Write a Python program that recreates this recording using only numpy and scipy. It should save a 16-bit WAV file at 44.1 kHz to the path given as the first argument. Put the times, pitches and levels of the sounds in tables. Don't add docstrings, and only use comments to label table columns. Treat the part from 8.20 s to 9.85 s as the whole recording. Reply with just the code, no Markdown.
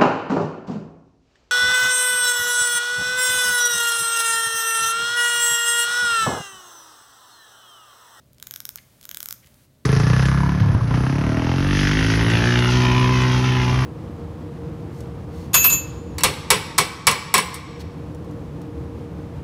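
import sys
import numpy as np
from scipy import signal
from scipy.fft import rfft, irfft
from scipy.io import wavfile
from scipy.ndimage import uniform_filter1d

SR = 44100
rng = np.random.default_rng(int(sys.argv[2]) if len(sys.argv) > 2 else 0)


def store_wav(level_fs):
    pcm = np.round(np.clip(np.atleast_2d(level_fs), -1, 1) * 32767)
    wavfile.write(sys.argv[1], SR, pcm.T.astype(np.int16))


N = 72765
CONTACT_TIME = np.arange(2048) / SR
CRACK_DB, CRACK_T60_S = -18, 0.005

# (pitch [Hz], level [dB], fade time [s])
GRIP_TONES = [(2060, 0, .0075), (2950, -2, .005), (4300, -5, .003)]


def undb(db):
    return 10 ** (np.asarray(db) / 20)


def fade(t, t60):
    return np.exp(-np.log(1000) * t / t60)


def colour(x, points):
    hz, db = np.array(points, float).T
    size = 2 * len(x)
    f = np.maximum(np.fft.rfftfreq(size, 1 / SR), 1)
    gain = undb(np.interp(np.log(f), np.log(hz), db))
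    return irfft(rfft(x, size) * gain, size)[:len(x)]


def noise(points, db):
    x = colour(rng.standard_normal(N), points)
    return x * undb(db) / x.std()


def add(out, start, x):
    i = int(start * SR)
    out[i:i + len(x)] += x[:N - i]


def snap(t60):
    burst = rng.standard_normal(len(CONTACT_TIME)) * fade(CONTACT_TIME, t60)
    for _ in range(3):
        spectrum = rfft(burst)
        burst = irfft(spectrum / (abs(spectrum) + 1e-9)) * fade(CONTACT_TIME, 4 * t60)
    return burst / np.sqrt(np.sum(burst ** 2))


def ring(tones, push, floor_db=-60, dips=()):
    size = 4096
    f = np.fft.rfftfreq(size, 1 / SR)
    power = undb(floor_db) ** 2
    for hz, db, t60 in tones:
        strength = undb(db + .8 * rng.standard_normal()) * SR / 2
        pitch = hz * (1 + .015 * rng.standard_normal())
        damping = np.log(1000) / t60
        power += strength ** 2 / (damping ** 2 + (2 * np.pi * (f - pitch)) ** 2)
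    for hz, width, depth_db in dips:
        power *= undb(-depth_db * np.exp(-((f - hz) / width) ** 2)) ** 2
    cepstrum = irfft(np.log(power) / 2)
    cepstrum[1:size // 2] *= 2
    cepstrum[size // 2:] = 0
    return irfft(np.exp(rfft(cepstrum)) * rfft(push, size))


def room_air():
    # (pitch [Hz], relative level [dB])
    murmur = [(25, -29), (40, -10), (58, -4), (100, -3.5), (128, 1), (170, -7.5), (230, -7.5), (330, -14),
              (510, -19.5), (600, -13.5), (720, -26.5), (1100, -28), (2500, -32.5), (4000, -31),
              (8000, -36)]
    return noise(murmur, db=-57.5)


def microphone_hiss(sound):
    # (pitch [Hz], relative level [dB])
    hiss = [(100, -14), (600, 4.5), (1500, 2), (3000, 1.5), (6000, -1.5), (10000, 0.5), (15500, -0.5)]
    trigger_db, shut_db, hold_s, glide_s = -27, -10.5, .335, .02
    index = np.arange(N)
    last_loud = np.maximum.accumulate(np.where(abs(sound) > undb(trigger_db), index, -N))
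    is_open = index - last_loud < hold_s * SR
    openness = uniform_filter1d(is_open.astype(float), int(glide_s * SR))
    return noise(hiss, db=-61) * undb(shut_db * (1 - openness))


def bedroom(sound):
    # (delay [s], level [dB])
    echoes = [(.0075, -32), (.0101, -25), (.0112, -25.5), (.0127, -22.5), (.0136, -36), (.0145, -23),
              (.0163, -29.5), (.0179, -23.5)]
    # (pitch [Hz], boost [dB])
    room_colour = [(500, -9), (1300, 0), (1600, 0.5), (2200, -1.5), (3400, -10.5), (4600, -3), (5500, -4.5),
                   (6300, 1), (8200, -5), (10000, 1.5), (12200, -1), (13300, 0.5), (14500, -1.5),
                   (16000, -21)]
    wash_db, onset_s, treble_hz = -12, 0.0075, 9600
    t = np.arange(SR // 2) / SR
    scatter = rng.standard_normal(len(t))
    low = signal.sosfilt(signal.butter(1, treble_hz, fs=SR, output="sos"), scatter)
    wash = low * fade(t, t60=0.4) + (scatter - low) * fade(t, t60=.22)
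    wash *= np.clip(2 * t / onset_s - 1, 0, 1)
    response = colour(wash * undb(wash_db) / np.sqrt(np.sum(wash ** 2)), room_colour)
    for delay, db in echoes:
        response[int(delay * SR)] += undb(db)
    return signal.fftconvolve(sound, response)[:N]


def grip_rubs():
    # (time [s], length [s], level [dB])
    rubs = [(0.58, 0.013, -51.5), (1.223, 0.028, -61.5), (1.259, 0.021, -62)]
    out = np.zeros(N)
    for start, length, db in rubs:
        swell = np.sin(np.pi * np.clip(CONTACT_TIME / length, 0, 1))
        friction = ring(GRIP_TONES, rng.standard_normal(len(swell)) * swell)
        average = np.sqrt(np.sum(friction ** 2) / (length * SR))
        add(out, start, undb(db) * friction / average)
    return out


def grip_knocks():
    # (time [s], level [dB])
    knocks = [(.5843, -35), (.5856, -36), (1.2452, -43.5)]
    out = np.zeros(N)
    for start, db in knocks:
        add(out, start, undb(db) * ring(GRIP_TONES, snap(CRACK_T60_S)))
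    return out


def comb_tones(treble_db, top_db):
    # (pitch [Hz], level [dB], fade time [s])
    tones = [(1220, -43.5, 0.0089), (2236, -40.5, 0.0061), (3170, -37, 0.0051), (4270, -33.5, 0.0045),
             (5160, -29.5, 0.003), (6640, -30, 0.0039), (8100, -29, 0.0031), (9630, -33, 0.0056),
             (11170, -31.5, 0.0039), (12880, -29.5, 0.0042), (14500, -29.5, 0.0039), (15760, -30, 0.003)]
    corners_hz, boosts_db = [4400, 8800, 13000], [0, treble_db, top_db]
    return [(hz, db + np.interp(hz, corners_hz, boosts_db), t60) for hz, db, t60 in tones]


def light_ticks():
    # (time [s], relative level [dB], top treble boost [dB])
    ticks = [(0.132, -30.5, 9), (0.1461, -33, -4), (0.1832, -20.5, -18), (0.2243, -30, -5),
             (0.2683, -16, -11), (0.5753, -11, -17), (0.812, -15.5, -4.0), (0.837, -18, -2),
             (0.8426, -15.5, -10.0), (0.8516, -21, -2), (1.262, -23.5, -3), (1.2717, -23.0, -3),
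             (1.3426, -27, 0)]
    out = np.zeros(N)
    for start, db, top_db in ticks:
        tick = ring(comb_tones(top_db / 2, top_db), snap(t60=0.0083), CRACK_DB)
        add(out, start, undb(db + 5.5) * tick)
    return out


def tooth_snaps():
    # (time [s], level [dB], spine pitch [Hz], bending pitch [Hz], bending boost [dB],
    # tooth pitch [Hz], tooth boost [dB], overtone pitch [Hz], treble boost [dB], top treble boost [dB])
    plucks = [(0.1998, -16, 1520, 3360, 9, 6250, -13, 13300, 2, 2.5),
              (0.2264, -1.1, 1580, 3780, 3, 7030, 3.5, 15600, -1, 2),
              (0.2709, -1.5, 1550, 3770, -0.5, 6770, 4.5, 13400, -19, 2),
              (0.31, 0.5, 1570, 3450, 2.5, 6430, 5.5, 12800, -15, 4.5),
              (0.3388, -1, 1590, 3640, -1, 5630, 7.5, 12400, -12, 2.5),
              (0.3609, 0.1, 1500, 3500, 4, 5650, 4.5, 13500, 0.5, 4),
              (0.4033, 1.1, 1510, 3540, 0.5, 5600, 5, 12500, -8, 3),
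              (0.4532, 0.4, 1470, 3650, 2.5, 5530, 9.5, 13600, 2, 6.5),
              (0.491, 2, 1430, 3600, -1.5, 5400, 3, 14800, -1.5, 4.5),
              (0.5579, -1, 1380, 3450, -18, 6600, 4, 14500, 2, 6.5),
              (0.8289, -17, 1500, 3450, 8, 6350, -4, 13200, 6, 3),
              (0.8535, -3.5, 1490, 3730, -1.5, 7280, -17, 13500, -3, 3.5),
              (0.8917, -0.6, 1530, 3870, 0.5, 6600, 5.5, 13200, -26, 3),
              (0.9131, 0.2, 1610, 3080, 5, 6300, 4, 13140, -10, 3),
              (0.9463, 1, 1590, 3580, 3, 6450, -13, 13300, 0.5, 3),
              (0.9714, 2.5, 1500, 3550, 1.5, 8270, 6, 13100, -0.5, 4),
              (1.0042, 3.5, 1480, 3360, -1.5, 5700, 2, 12900, -9, 2.5),
              (1.0289, 1.6, 1500, 3970, -1, 8400, 2, 13450, 5, 6),
              (1.0582, 2.5, 1330, 3750, -4, 8250, 1.5, 13200, -2, 2.5),
              (1.087, 0.5, 1320, 3780, -9, 5400, 8, 13500, 3.5, 4),
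              (1.1087, 2, 1440, 3530, -4, 5400, 7.5, 13700, -1, 3.5),
              (1.1259, 0, 1410, 3600, 0, 5870, 8, 13900, 2.5, 6.5)]
    # (pitch [Hz], width [Hz], depth [dB])
    dips = [(1850, 160, 4), (2700, 220, 5), (4500, 350, 4), (10400, 400, 3)]
    out = np.zeros(N)
    for start, db, spine_hz, bend_hz, bend_db, tooth_hz, tooth_db, over_hz, treble_db, top_db in plucks:
        # (pitch [Hz], level [dB], fade time [s])
        own_tones = [(spine_hz, -36.5, .0135), (bend_hz, bend_db - 29, .0045),
                     (tooth_hz, tooth_db - 30.5, .0042), (over_hz, top_db - 25, .0038)]
        click = ring(comb_tones(treble_db, top_db) + own_tones, snap(CRACK_T60_S), CRACK_DB, dips)
        add(out, start, undb(db) * click)
    return out


def scene():
    comb = tooth_snaps() + light_ticks() + grip_knocks() + grip_rubs()
    comb = signal.sosfilt(signal.butter(2, 1010, "high", fs=SR, output="sos"), comb)
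    return (comb + bedroom(comb) + room_air())[None]


def record(dry):
    top_cut = signal.ellip(8, .2, 70, 16100, fs=SR, output="sos")
    return signal.sosfilt(top_cut, dry + microphone_hiss(dry[0]))


dry = scene()
out = record(dry)
store_wav(out)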